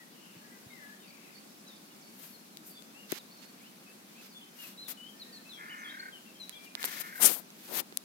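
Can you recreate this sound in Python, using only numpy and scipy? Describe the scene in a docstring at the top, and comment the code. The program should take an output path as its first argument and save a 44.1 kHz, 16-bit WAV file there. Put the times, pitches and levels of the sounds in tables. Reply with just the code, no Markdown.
"""Small birds whistle and trill in the trees of a quiet grassy riverbank: gliding sines, some broken into beats.
Fainter sweeps twitter further off, and a distant crow caws twice, a hoarse voice tightening into croaks.
Shaped noise makes the far rumble, the river and the hiss; a noise tail echoes the birds off the trees.
The hand-held recorder with its two microphone ports is gripped anew now and then: noise strokes for
fingers rubbing mostly by the left port and for the palm, struck modes for case clicks, low thumps."""
import sys
import numpy as np
from scipy import signal
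from scipy.fft import rfft, irfft, next_fast_len
from scipy.io import wavfile
from scipy.ndimage import uniform_filter1d

SR = 44100
rng = np.random.default_rng(int(sys.argv[2]) if len(sys.argv) > 2 else 0)


def wav_out(sig):
    """Save sig, one row per channel (or a flat mono array), as 16-bit PCM at SR to the path in sys.argv[1]."""
    wavfile.write(sys.argv[1], SR, np.round(np.clip(np.atleast_2d(sig).T, -1, 1) * 32767).astype(np.int16))


N = 354740   # samples
PORT_LAG_S = 0.00044   # sound travel time between the two ports


def from_db(db):
    """Gain of a level in dB."""
    return 10 ** (np.asarray(db) / 20)


def rms_one(x):
    """Scale to rms 1."""
    return x / np.sqrt(np.mean(x ** 2) + 1e-20)


def at_hz(points, hz):
    """Read a spectrum on a log-frequency axis."""
    points = np.array(points)
    return np.interp(np.log(hz), np.log(points[:, 0]), points[:, 1])


def colour(x, spectrum):
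    """Give flat noise a spectrum; rms 1."""
    size = next_fast_len(N)
    hz = np.maximum(np.arange(size // 2 + 1) * SR / size, 1)
    shaped = rfft(x, size) * from_db(at_hz(spectrum, hz))
    return rms_one(irfft(shaped, size)[..., :N])


def band_pass(x, order, edges_hz):
    """Keep what lies between two frequencies."""
    return signal.sosfilt(signal.butter(order, edges_hz, "band", fs=SR, output="sos"), x)


def high_pass(x, order, edge_hz):
    """Keep what lies above a frequency."""
    return signal.sosfilt(signal.butter(order, edge_hz, "high", fs=SR, output="sos"), x)


def pan(db):
    """Left and right gains whose mean is 1, from left over right in dB."""
    ratio = from_db(db)
    return np.array([2 * ratio / (1 + ratio), 2 / (1 + ratio)])


def drift(rate):
    """Slow chance with rms 1: noise low-passed twice at a rate in Hz, drawn every 40 samples."""
    r = np.exp(-80 * np.pi * rate / SR)
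    white = rng.standard_normal(N // 40 + 2002)
    slow = signal.lfilter([1], [1, -2 * r, r * r], white)[2000:]
    return np.interp(np.arange(N) / 40, np.arange(len(slow)), rms_one(slow))


def swell(start, attack, hold, release, edge_db):
    """The samples of an attack-hold-release shape, and its level in dB at each."""
    s = start + np.cumsum([-attack, attack, hold, release])
    at = np.arange(round(s[0] * SR), min(round(s[-1] * SR), N))
    return at, np.interp(at / SR, s, [edge_db, 0, 0, edge_db])


# The open air of the riverbank. Each row: frequency in Hz, relative level in dB per Hz.
AIR_SPECTRUM = [(18, -76), (30, -41), (103, -24), (199, 1.5), (461, -11), (866, -12.5), (1810, -16.5),
                (2540, -16), (3060, -18), (4530, -17), (7470, -20.5), (14800, -22), (16000, -25.5)]
# How alike the air is at both ports. Each row: frequency in Hz, likeness from -1 (opposite) to 1 (same).
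AIR_LIKENESS = [(60, 0.24), (150, 1), (380, 0.54), (950, -0.31), (2380, -0.082), (5980, -0.058),
                (15000, 0.018)]
AIR_DB = -54


def air(patchy_db=.8, left_db=.6):
    """Far rumble, river and hiss in half-octave bands, each with its own slow flicker and likeness."""
    out, together = 0, drift(1.5)
    edges_hz = 25 * 2 ** np.arange(0, 9.6, .5)
    white = rng.standard_normal((2, 2, N))
    for k, (low, high) in enumerate(zip(edges_hz, edges_hz[1:])):
        mid, side = band_pass(white[k % 2], 2, [low, high])
        alike = np.clip(at_hz(AIR_LIKENESS, np.sqrt(low * high)), -1, 1)
        gain = from_db(patchy_db * (0.55 * together + drift(15.4)))
        out = out + gain * (np.sqrt(1 + alike) * mid + np.sqrt(1 - alike) * side * [[1], [-1]])
    return from_db(AIR_DB) * colour(out, AIR_SPECTRUM) * from_db([[left_db], [-left_db]])


# Whistled notes of the near birds. Each row: start in seconds, length in seconds, start pitch in Hz,
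# middle pitch in Hz, end pitch in Hz, level before flutter and pan in dB, left over right in dB.
BIRD_NOTES = [(0.0, 0.036, 1980, 1945, 1830, -56, 9), (0.414, 0.066, 1660, 1716, 1650, -59, 11),
              (0.49, 0.14, 1640, 1590, 1480, -65.5, 10), (0.433, 0.063, 1900, 1950, 1950, -63, 7.5),
              (0.508, 0.093, 1945, 1990, 1980, -61.5, 9.5), (0.675, 0.072, 3900, 3650, 3950, -65.5, -11),
              (0.7, 0.1, 2170, 2090, 1810, -56.5, 19), (0.764, 0.093, 2070, 2060, 1970, -57, 8),
              (0.799, 0.14, 1770, 1687, 1690, -53, 8), (0.922, 0.03, 1700, 1880, 1790, -57, 7.5),
              (1, 0.11, 3260, 2620, 2250, -62.5, 9), (1.001, 0.049, 3700, 3640, 3640, -64, 1.5),
              (1.073, 0.039, 4500, 4540, 4450, -57.5, 1), (1.344, 0.055, 4470, 4480, 4520, -58, -16),
              (1.665, 0.045, 4050, 3870, 3630, -57.5, 1), (1.677, 0.025, 6870, 4900, 3800, -58, 9),
              (1.701, 0.06, 3690, 3540, 3830, -59, 1.5), (1.75, 0.028, 3640, 3570, 3440, -63, 1),
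              (1.757, 0.027, 3980, 5140, 3850, -61, -11), (1.902, 0.028, 2900, 2910, 2750, -62, 2),
              (1.958, 0.15, 2280, 2270, 2260, -69, 7.5), (2.01, 0.025, 6900, 5300, 4400, -61, -9),
              (2.024, 0.079, 4460, 4470, 4570, -62.5, -8), (2.325, 0.043, 4550, 4250, 4160, -57, 6),
              (2.7, 0.083, 4760, 4500, 4720, -60, -6), (2.753, 0.05, 3590, 3450, 3430, -55, 4.5),
              (2.946, 0.11, 2600, 2900, 2760, -55.5, 5.5), (3.176, 0.038, 4900, 3920, 3480, -52, 0.5),
              (3.311, 0.062, 4450, 4500, 4350, -57.5, 0.5), (3.367, 0.14, 4260, 4320, 4400, -63, -4),
              (3.605, 0.079, 2064, 2620, 3160, -58.5, 2), (3.863, 0.071, 2510, 2630, 2650, -58.5, 7.5),
              (4.153, 0.064, 2290, 2664, 2640, -55, 1.5), (4.31, 0.039, 4900, 4510, 4200, -57, 1),
              (4.347, 0.048, 3420, 3430, 3340, -52, 3), (4.41, 0.037, 3140, 3080, 3050, -53.5, 4),
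              (4.586, 0.076, 2893, 2880, 2470, -49, 2.5), (4.775, 0.074, 3920, 4100, 4110, -46, 1.5),
              (4.836, 0.046, 3950, 3740, 3480, -51.5, 1.5), (4.972, 0.13, 2990, 2976, 3205, -50.5, 8),
              (5.13, 0.29, 1750, 1885, 1733, -65.5, 10), (5.197, 0.018, 4300, 4380, 4280, -48, 2),
              (5.216, 0.02, 4210, 3940, 3700, -42.5, 1), (5.325, 0.049, 4480, 4330, 4230, -51, 1.5),
              (5.365, 0.021, 4250, 4050, 3970, -49.5, 1), (5.448, 0.066, 2530, 2640, 2540, -57.5, 7),
              (5.493, 0.034, 4090, 4020, 3590, -46, 1.5), (5.535, 0.035, 5950, 5650, 5150, -62, -14),
              (5.522, 0.069, 3530, 3245, 3220, -49.5, 5), (5.557, 0.087, 2380, 2165, 2090, -58.5, 15),
              (5.695, 0.045, 2830, 3020, 2880, -46, 1.5), (5.78, 0.05, 6250, 6330, 5850, -60, -10),
              (5.843, 0.071, 3400, 3226, 3250, -47.5, 2), (5.888, 0.031, 3260, 3800, 3930, -47, 1.5),
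              (5.995, 0.014, 4340, 4370, 4320, -41, 3), (6.123, 0.064, 3260, 3020, 2780, -49, 5.5),
              (6.262, 0.046, 2710, 2700, 2610, -56, 9), (6.399, 0.05, 4165, 3930, 3924, -43.5, 6.5),
              (6.42, 0.031, 6170, 6030, 5140, -57, -1), (6.35, 0.039, 3190, 3160, 3130, -57, 1.5),
              (6.525, 0.03, 3270, 3280, 3210, -52, 8.5), (6.53, 0.2, 2350, 2354, 2430, -58, 7.5),
              (6.55, 0.037, 3670, 3340, 3180, -48.5, 5), (6.659, 0.033, 2950, 2730, 2660, -55, 1.5)]


def songbirds(flutter_db=2.2):
    """Near sines gliding through three pitches; moving air makes them flutter."""
    out, waver = np.zeros((2, N)), drift(64)
    for s, length, start_hz, middle_hz, end_hz, level_db, pan_db in BIRD_NOTES:
        at = np.arange(round(s * SR), round((s + length) * SR))
        part = np.linspace(0, 1, len(at))
        glide_hz = np.interp(part, [0, .5, 1], [start_hz, middle_hz, end_hz])
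        hz = uniform_filter1d(glide_hz, len(at) // 4, mode="nearest")   # round the bend
        hz = hz * (1 + .008 * waver[at])
        # a bird on the left reaches that port first: its phase leads there
        lead_s = PORT_LAG_S * np.clip(pan_db / 10, 0, 1) * np.array([[1], [0]])
        whistle = np.sin(2 * np.pi * (np.cumsum(hz) / SR + hz * lead_s))
        tone = np.sin(np.pi * part) ** 0.14 * whistle
        out[:, at] += from_db(level_db) * tone * pan(pan_db)[:, None]
    return out * from_db(flutter_db * drift(69))


def twitter(count=110, level_db=-72, spread_db=3.0):
    """Faint quick sweeps of many small birds further off, at random moments, pitches and sides."""
    out = np.zeros((2, N))
    for when, pitch, span, sweep, strength, side in rng.random((count, 6)):
        part = np.linspace(0, 1, round((.02 + .04 * span) * SR))
        hz = (3300 + 2500 * pitch) * (1 + (.1 - .3 * sweep) * part)
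        tone = np.sin(np.pi * part) * np.sin(2 * np.pi * np.cumsum(hz) / SR)
        at = int(when * (N - len(part)))
        gain = from_db(level_db + 2 * spread_db * strength)
        out[:, at:at + len(part)] += gain * tone * pan(20 * side - 10)[:, None]
    return out


# Rattling trills. Each row: start in seconds, length in seconds, start pitch in Hz, end pitch in Hz,
# deepest dip in Hz, beats per second, level before beating and pan in dB, left over right in dB.
BIRD_TRILLS = [(0.131, 0.28, 2970, 2930, 304, 54, -62, 10), (1.065, 0.33, 2554, 2585, 560, 38, -62, 24)]


def trills():
    """A rough whistle whose pitch dips with each beat, deeper as the trill goes on."""
    out, wander = np.zeros((2, N)), drift(95)
    uneven = .2 * drift(20)   # beats come unevenly
    for s, length, start_hz, end_hz, dip_hz, per_s, level_db, pan_db in BIRD_TRILLS:
        at = np.arange(round(s * SR), round((s + length) * SR))
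        part = np.linspace(0, 1, len(at))
        dip = np.sin(np.pi * (part * length * per_s + uneven[at])) ** 2
        hz = start_hz + (end_hz - start_hz) * part - dip_hz * np.sqrt(part) * dip + 100 * wander[at]
        # the voice is strongest at the top and at the bottom of each beat
        loudness = np.sin(np.pi * part) ** 0.24 * (0.37 + (2 * dip - 1) ** 2)
        tone = loudness * np.sin(2 * np.pi * np.cumsum(hz) / SR)
        out[:, at] += from_db(level_db) * tone * pan(pan_db)[:, None]
    return out


ECHO_DB, ECHO_T60_S = -6.5, .5


def trees(x):
    """Scattered echoes off trunks and leaves: a dying noise tail, own in each channel."""
    t = np.arange(SR // 2) / SR
    tail = rng.standard_normal((2, len(t))) * from_db(-60 * t / ECHO_T60_S) * (t > .008)
    tail /= np.sqrt(np.sum(tail ** 2, axis=1, keepdims=True))
    return from_db(ECHO_DB) * signal.fftconvolve(x, tail, axes=1)[:, :N]


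# Low thumps. Each row: start in seconds, level in dB, pitch in Hz.
LOW_THUMPS = [(0.36, -44.5, 172), (0.66, -48, 127)]


def thumps(length=0.02):
    """Soft low pushes, brief windowed sines alike at both ports."""
    out, part = np.zeros(N), np.linspace(0, 1, round(length * SR))
    for s, level_db, hz in LOW_THUMPS:
        push = np.sin(np.pi * part) ** 2 * np.sin(2 * np.pi * hz * length * part)
        out[round(s * SR):][:len(part)] += from_db(level_db) * push
    return out


def grains(per_s, spread_db):
    """Dense tiny skin slips of uneven size, own ones at each port."""
    uneven = from_db(spread_db * np.minimum(rng.exponential(1, (2, N)), 5))
    sizes = uneven * rng.standard_normal((2, N))
    return sizes * (rng.random((2, N)) < per_s / SR)


# Finger strokes over the case. Each row: full pressure from in seconds, attack, hold and release in seconds,
# then nominal levels in dB: hiss left, hiss right, rasp left, rasp right.
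FINGER_STROKES = [(2.226, 0.15, 0.025, 0.25, -48, -59, -55.5, -57),
                  (2.667, 0.042, 0.043, 0.043, -49.5, -52.5, -77, -77),
                  (3.101, 0.018, 0.085, 0.0087, -64, -50, -53, -42),
                  (3.426, .025, 0.02, .025, -73, -76, -60, -49),
                  (4.257, 0.26, .005, 0.049, -58, -60, -56, -54),
                  (4.623, 0.12, 0.063, 0.087, -46.5, -71, -51, -50),
                  (4.884, 0.011, 0.035, 0.022, -36, -57, -45, -45.5),
                  (6.65, .06, 0.0027, 0.024, -50.5, -73, -51, -54),
                  (6.813, 0.044, 0.21, 0.012, -42, -75, -41.5, -48.5),
                  (6.851, 0.014, 0.0089, 0.0045, -27, -70, -47, -46),
                  (7, .006, 0.017, 0.006, -33, -73, -47, -58),
                  (7.044, 0.034, 0.038, 0.14, -49, -73, -51.5, -54),
                  (7.16, 0.047, 0.048, .02, -43.5, -73, -54, -54),
                  (7.225, 0.024, 0.049, 0.063, -18.5, -62, -25, -50),
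                  (7.262, 0.066, 0.0027, 0.029, -10, -58, -37, -45),
                  (7.309, 0.048, 0.02, 0.098, -27.5, -73, -39, -56),
                  (7.377, .02, 0.017, 0.017, -42, -73, -66, -69),
                  (7.658, 0.19, 0.053, 0.03, -49.5, -73, -56.5, -50.5),
                  (7.769, 0.097, 0.035, 0.014, -28, -67, -33, -45)]
# Hiss of a light and of a firm finger, and rasp carried by the case.
# Each row: frequency in Hz, relative level in dB per Hz.
LIGHT_HISS_SPECTRUM = [(2500, -16.5), (6000, -10), (8500, -4.5), (10000, -3), (13800, 4), (16500, -11)]
FIRM_HISS_SPECTRUM = [(2500, -46), (5000, -13.5), (7500, -4.5), (9700, -0.5), (13000, -3.5), (16500, -23)]
RASP_SPECTRUM = [(120, -32), (220, 3), (400, 5), (900, -1), (2000, 1), (4000, 1), (6500, -2.5), (9000, -11)]
FIRM_FROM_DB, FIRM_TO_DB = -28, -11   # hiss levels between which the finger turns from light to firm
THIN_RASP_HZ = 860   # low cut of the rasp under a light finger
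STROKE_EDGE_DB = -20   # level of the swell at the outer ends of attack and release
RUB_UNEVEN_DB = 1.0   # the finger drags in jerks


def rubs():
    """Skin sliding by a port hisses, the case carries a duller rasp; both turn lower when pressed firmly."""
    slips = grains(24000, spread_db=1.0)
    light, firm = colour(slips, LIGHT_HISS_SPECTRUM), colour(slips, FIRM_HISS_SPECTRUM)
    rasp = colour(grains(16000, spread_db=1.2), RASP_SPECTRUM)
    thin_rasp = rms_one(high_pass(rasp, 2, THIN_RASP_HZ))
    power = np.full((4, N), 1e-20)   # strokes that overlap add in power
    for s, attack, hold, release, *levels_db in FINGER_STROKES:
        at, shape_db = swell(s, attack, hold, release, STROKE_EDGE_DB)
        taper = 1 - from_db(STROKE_EDGE_DB - shape_db)   # to silence at the outer ends
        power[:, at] += from_db(np.add.outer(levels_db, shape_db)) ** 2 * taper
    hiss_gain, rasp_gain = np.sqrt(power).reshape(2, 2, N) * from_db(RUB_UNEVEN_DB * drift(34))
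    hiss_db = 20 * np.log10(hiss_gain)
    press = np.clip((hiss_db - FIRM_FROM_DB) / (FIRM_TO_DB - FIRM_FROM_DB), 0, 1)
    grip = np.clip(press + 0.47, 0, 1)
    hiss = hiss_gain * ((1 - press) * light + press * firm)
    return hiss + rasp_gain * ((1 - grip) * thin_rasp + grip * rasp)


def ring(strikes, hz, t60):
    """A unit strike sets a dying sine of starting height 1 ringing."""
    r, w = from_db(-60 / (t60 * SR)), 2 * np.pi * hz / SR
    return signal.lfilter([0, np.sin(w)], [1, -2 * r * np.cos(w), r * r], strikes + 1e-18)


# Clicks of the case. Each row: time in seconds, strike level in dB, left over right in dB, centre pitch in Hz.
CASE_CLICKS = [(2.572, -33.5, 11, 11500), (2.823, -45, 18, 9000), (3.120, -23.5, 28, 11000),
               (3.124, -17, 15.5, 308), (3.127, -26, 10, 500), (6.4945, -32, -27, 6950),
               (6.7523, -26, -17.5, 2730), (6.8295, -27.5, 18, 5500), (6.842, -22.5, -16, 2420),
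               (6.877, -33, -10, 1820), (7.504, -42, -8, 2980), (7.781, -35, -12, 1000),
               (7.925, -30, -8, 700), (7.9727, -20.5, 27, 11200)]
# Modes of the case. Each row: frequency in Hz, relative level in dB, time to die by 60 dB in seconds.
CASE_MODES = [(373, -8, 0.014), (756, -5, 0.0063), (1800, 2.5, 0.0028), (3900, 8, 0.0017),
              (5400, 4.5, 0.00097), (6220, -3.5, 0.0063), (8560, 2, 0.0016), (11200, -1, 0.0045),
              (14300, 3, 0.002)]


def clicks(octaves=1.65, spread_db=2.5):
    """Each click strikes the modes of the case near its centre pitch, with new strengths at each port."""
    s, strike_db, pan_db, centre_hz = np.transpose(CASE_CLICKS)
    at, out = np.round(s * SR).astype(int), np.zeros((2, N))
    chance = rng.standard_normal((len(s), len(CASE_MODES), 2))
    for k, (hz, mode_db, t60) in enumerate(CASE_MODES):
        near = np.exp(-(np.log2(hz / centre_hz) / octaves) ** 2 / 2)
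        strength = from_db(strike_db + mode_db + spread_db * chance[:, k].T)
        # high modes flex the ports against each other
        flex = [[1], [np.sign(600 - hz)]]
        strikes = np.zeros((2, N))
        strikes[:, at] = strength * near * pan(pan_db) * flex
        out += ring(strikes, hz, t60) * (-1) ** k
    return out


# Caws of the distant crow. Each row: full voice from in seconds, length of full voice in seconds,
# opening pitch before the scoop in Hz, level before the beak's filter in dB.
CROW_CAWS = [(5.604, 0.483, 353.8, -47), (6.786, 0.49, 353.4, -47)]
CAW_ATTACK_S, CAW_RELEASE_S, CAW_EDGE_DB = 0.03, 0.016, -12
CAW_TIGHTENS_FROM, CAW_TIGHT_AT = .56, .74   # shares of the caw
CAW_SCOOP_HZ, CAW_SCOOP_S = 14, .05   # the voice starts flat and slides up
CAW_CREEP_HZ_PER_S = 6
THROAT_OPEN_HZ, THROAT_TIGHT_HZ = 1800, 2100   # the resonance climbs as the open voice fades
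THROAT_OPEN_WIDTH_HZ, THROAT_TIGHT_WIDTH_HZ = 470, 200
OPEN_RATTLE_PER_S, OPEN_FADES_DB, CAW_RASP_DB = 44.5, -6, -8
CROAK_PER_S, CROAK_BEAT_S = 35, .372   # one croak is centred that long after the start
CROAK_HZ = 311   # fundamental once the throat is tight
CROAK_UPPER_DB, CROAK_SWELL_DB = -9, 6


def crow(swing=0.11, croak_swing=.2, half_db=-7, pan_db=2.0):
    """A hoarse voice rattles in pitch; as the throat tightens it breaks into croaks that each slide up."""
    out, wander = np.zeros(N), drift(122)
    uneven = .12 * drift(15)   # the rattle comes unevenly
    hoarse = signal.lfilter([.02], [1, -.98], rng.standard_normal(N))
    rasp = rms_one(band_pass(rng.standard_normal(N), 3, [1350, 2250]))
    for s, length, opening_hz, caw_db in CROW_CAWS:
        at, shape_db = swell(s, CAW_ATTACK_S, length, CAW_RELEASE_S, CAW_EDGE_DB)
        since = at / SR - s
        effort = np.interp(since, [CAW_TIGHTENS_FROM * length, CAW_TIGHT_AT * length], [0, 1])

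        scoop_hz = CAW_SCOOP_HZ * np.exp((since[0] - since) / CAW_SCOOP_S)
        hz = opening_hz + CAW_CREEP_HZ_PER_S * since - scoop_hz
        throat_hz = THROAT_OPEN_HZ + (THROAT_TIGHT_HZ - THROAT_OPEN_HZ) * effort
        width_hz = THROAT_OPEN_WIDTH_HZ + (THROAT_TIGHT_WIDTH_HZ - THROAT_OPEN_WIDTH_HZ) * effort
        rattle = (since * OPEN_RATTLE_PER_S + uneven[at]) % 1
        phase = 2 * np.pi * np.cumsum(hz * (1 - swing * (rattle - .5) + .01 * wander[at])) / SR
        voice = sum(np.exp(-((k * hz - throat_hz) / width_hz) ** 2 / 2) * np.sin(k * phase)
                    for k in range(3, 8))
        # strong and weak pulses in turn put lines halfway between the harmonics
        voice = voice * (1 + 2 * from_db(half_db) * np.sin(phase / 2))
        voice = voice * (1 + 3.6 * hoarse[at]) + from_db(CAW_RASP_DB) * rasp[at]
        voice = voice * (1 - .45 * np.cos(np.pi * rattle) ** 2)
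        voice = voice * from_db(OPEN_FADES_DB * since / length * effort)

        beat = ((since - CROAK_BEAT_S) * CROAK_PER_S + .5) % 1
        croak_hz = CROAK_HZ * (1.06 - .06 * effort + croak_swing * (beat - .5) + .006 * wander[at])
        phase = 2 * np.pi * np.cumsum(croak_hz) / SR
        croaks = np.sin(5 * phase) + from_db(CROAK_UPPER_DB) * np.sin(6 * phase)
        croaks = croaks * np.sin(np.pi * beat) ** 2 * (1 + 2 * hoarse[at])
        out[at] = from_db(caw_db + shape_db) * (voice + effort * from_db(CROAK_SWELL_DB) * croaks)
    out = band_pass(out, 3, [900, 2450])   # the beak passes a narrow range
    late = np.roll(out, round(PORT_LAG_S * SR))   # the left port hears the crow later
    return np.array([late, out]) * pan(pan_db)[:, None]


# Dull scuffs of the palm on the case. Each row: full pressure from in seconds, attack, hold and release
# in seconds, level before pan in dB, left over right in dB.
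PALM_SCUFFS = [(6.84, 0.0027, 0.011, 0.006, -45.5, 13), (7.001, .003, 0.01, .006, -50.5, 6),
               (7.2, 0.012, 0.013, 0.012, -41.5, 23), (7.241, 0.0064, 0.0071, 0.0097, -35.5, 32),
               (7.291, 0.0068, 0.027, 0.027, -43, 21), (7.367, 0.061, 0.032, 0.019, -52, 18),
               (7.7, 0.022, 0.11, 0.028, -46, 11)]
# Band of the scuff noise: low edge in Hz, high edge in Hz.
SCUFF_BAND_HZ = [181, 930]


def scuffs(lumpy_db=2.0):
    """Lumpy low noise under each push of the palm."""
    out = np.zeros((2, N))
    low = rms_one(band_pass(rng.standard_normal((2, N)), 2, SCUFF_BAND_HZ))
    low = low * from_db(lumpy_db * drift(62))
    for s, attack, hold, release, level_db, pan_db in PALM_SCUFFS:
        at, shape_db = swell(s, attack, hold, release, STROKE_EDGE_DB)
        out[:, at] += from_db(level_db + shape_db) * low[:, at] * pan(pan_db)[:, None]
    return out


LOW_CUT_HZ = 147   # of the rubs, scuffs and clicks
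FAR_ECHO_DB, CROW_ECHO_DB = 3, -2.5   # sent to the trees, relative to the direct sound


def scene():
    """Birds with their echoes, the handling close by, the air under all."""
    near, far, caws = songbirds(), trills() + twitter(), crow()
    handling = high_pass(rubs() + scuffs() + clicks(), 4, LOW_CUT_HZ)
    echoes = trees(near + from_db(FAR_ECHO_DB) * far + from_db(CROW_ECHO_DB) * caws)
    return near + far + caws + echoes + handling + thumps() + air()


CUTOFF_HZ = 16900


def record(dry):
    """The highest peaks are rounded, the top is cut steeply."""
    rounded = np.tanh(dry / .95) * .95
    return signal.sosfilt(signal.cheby2(14, 70, CUTOFF_HZ, fs=SR, output="sos"), rounded)


dry = scene()
out = record(dry)
wav_out(out)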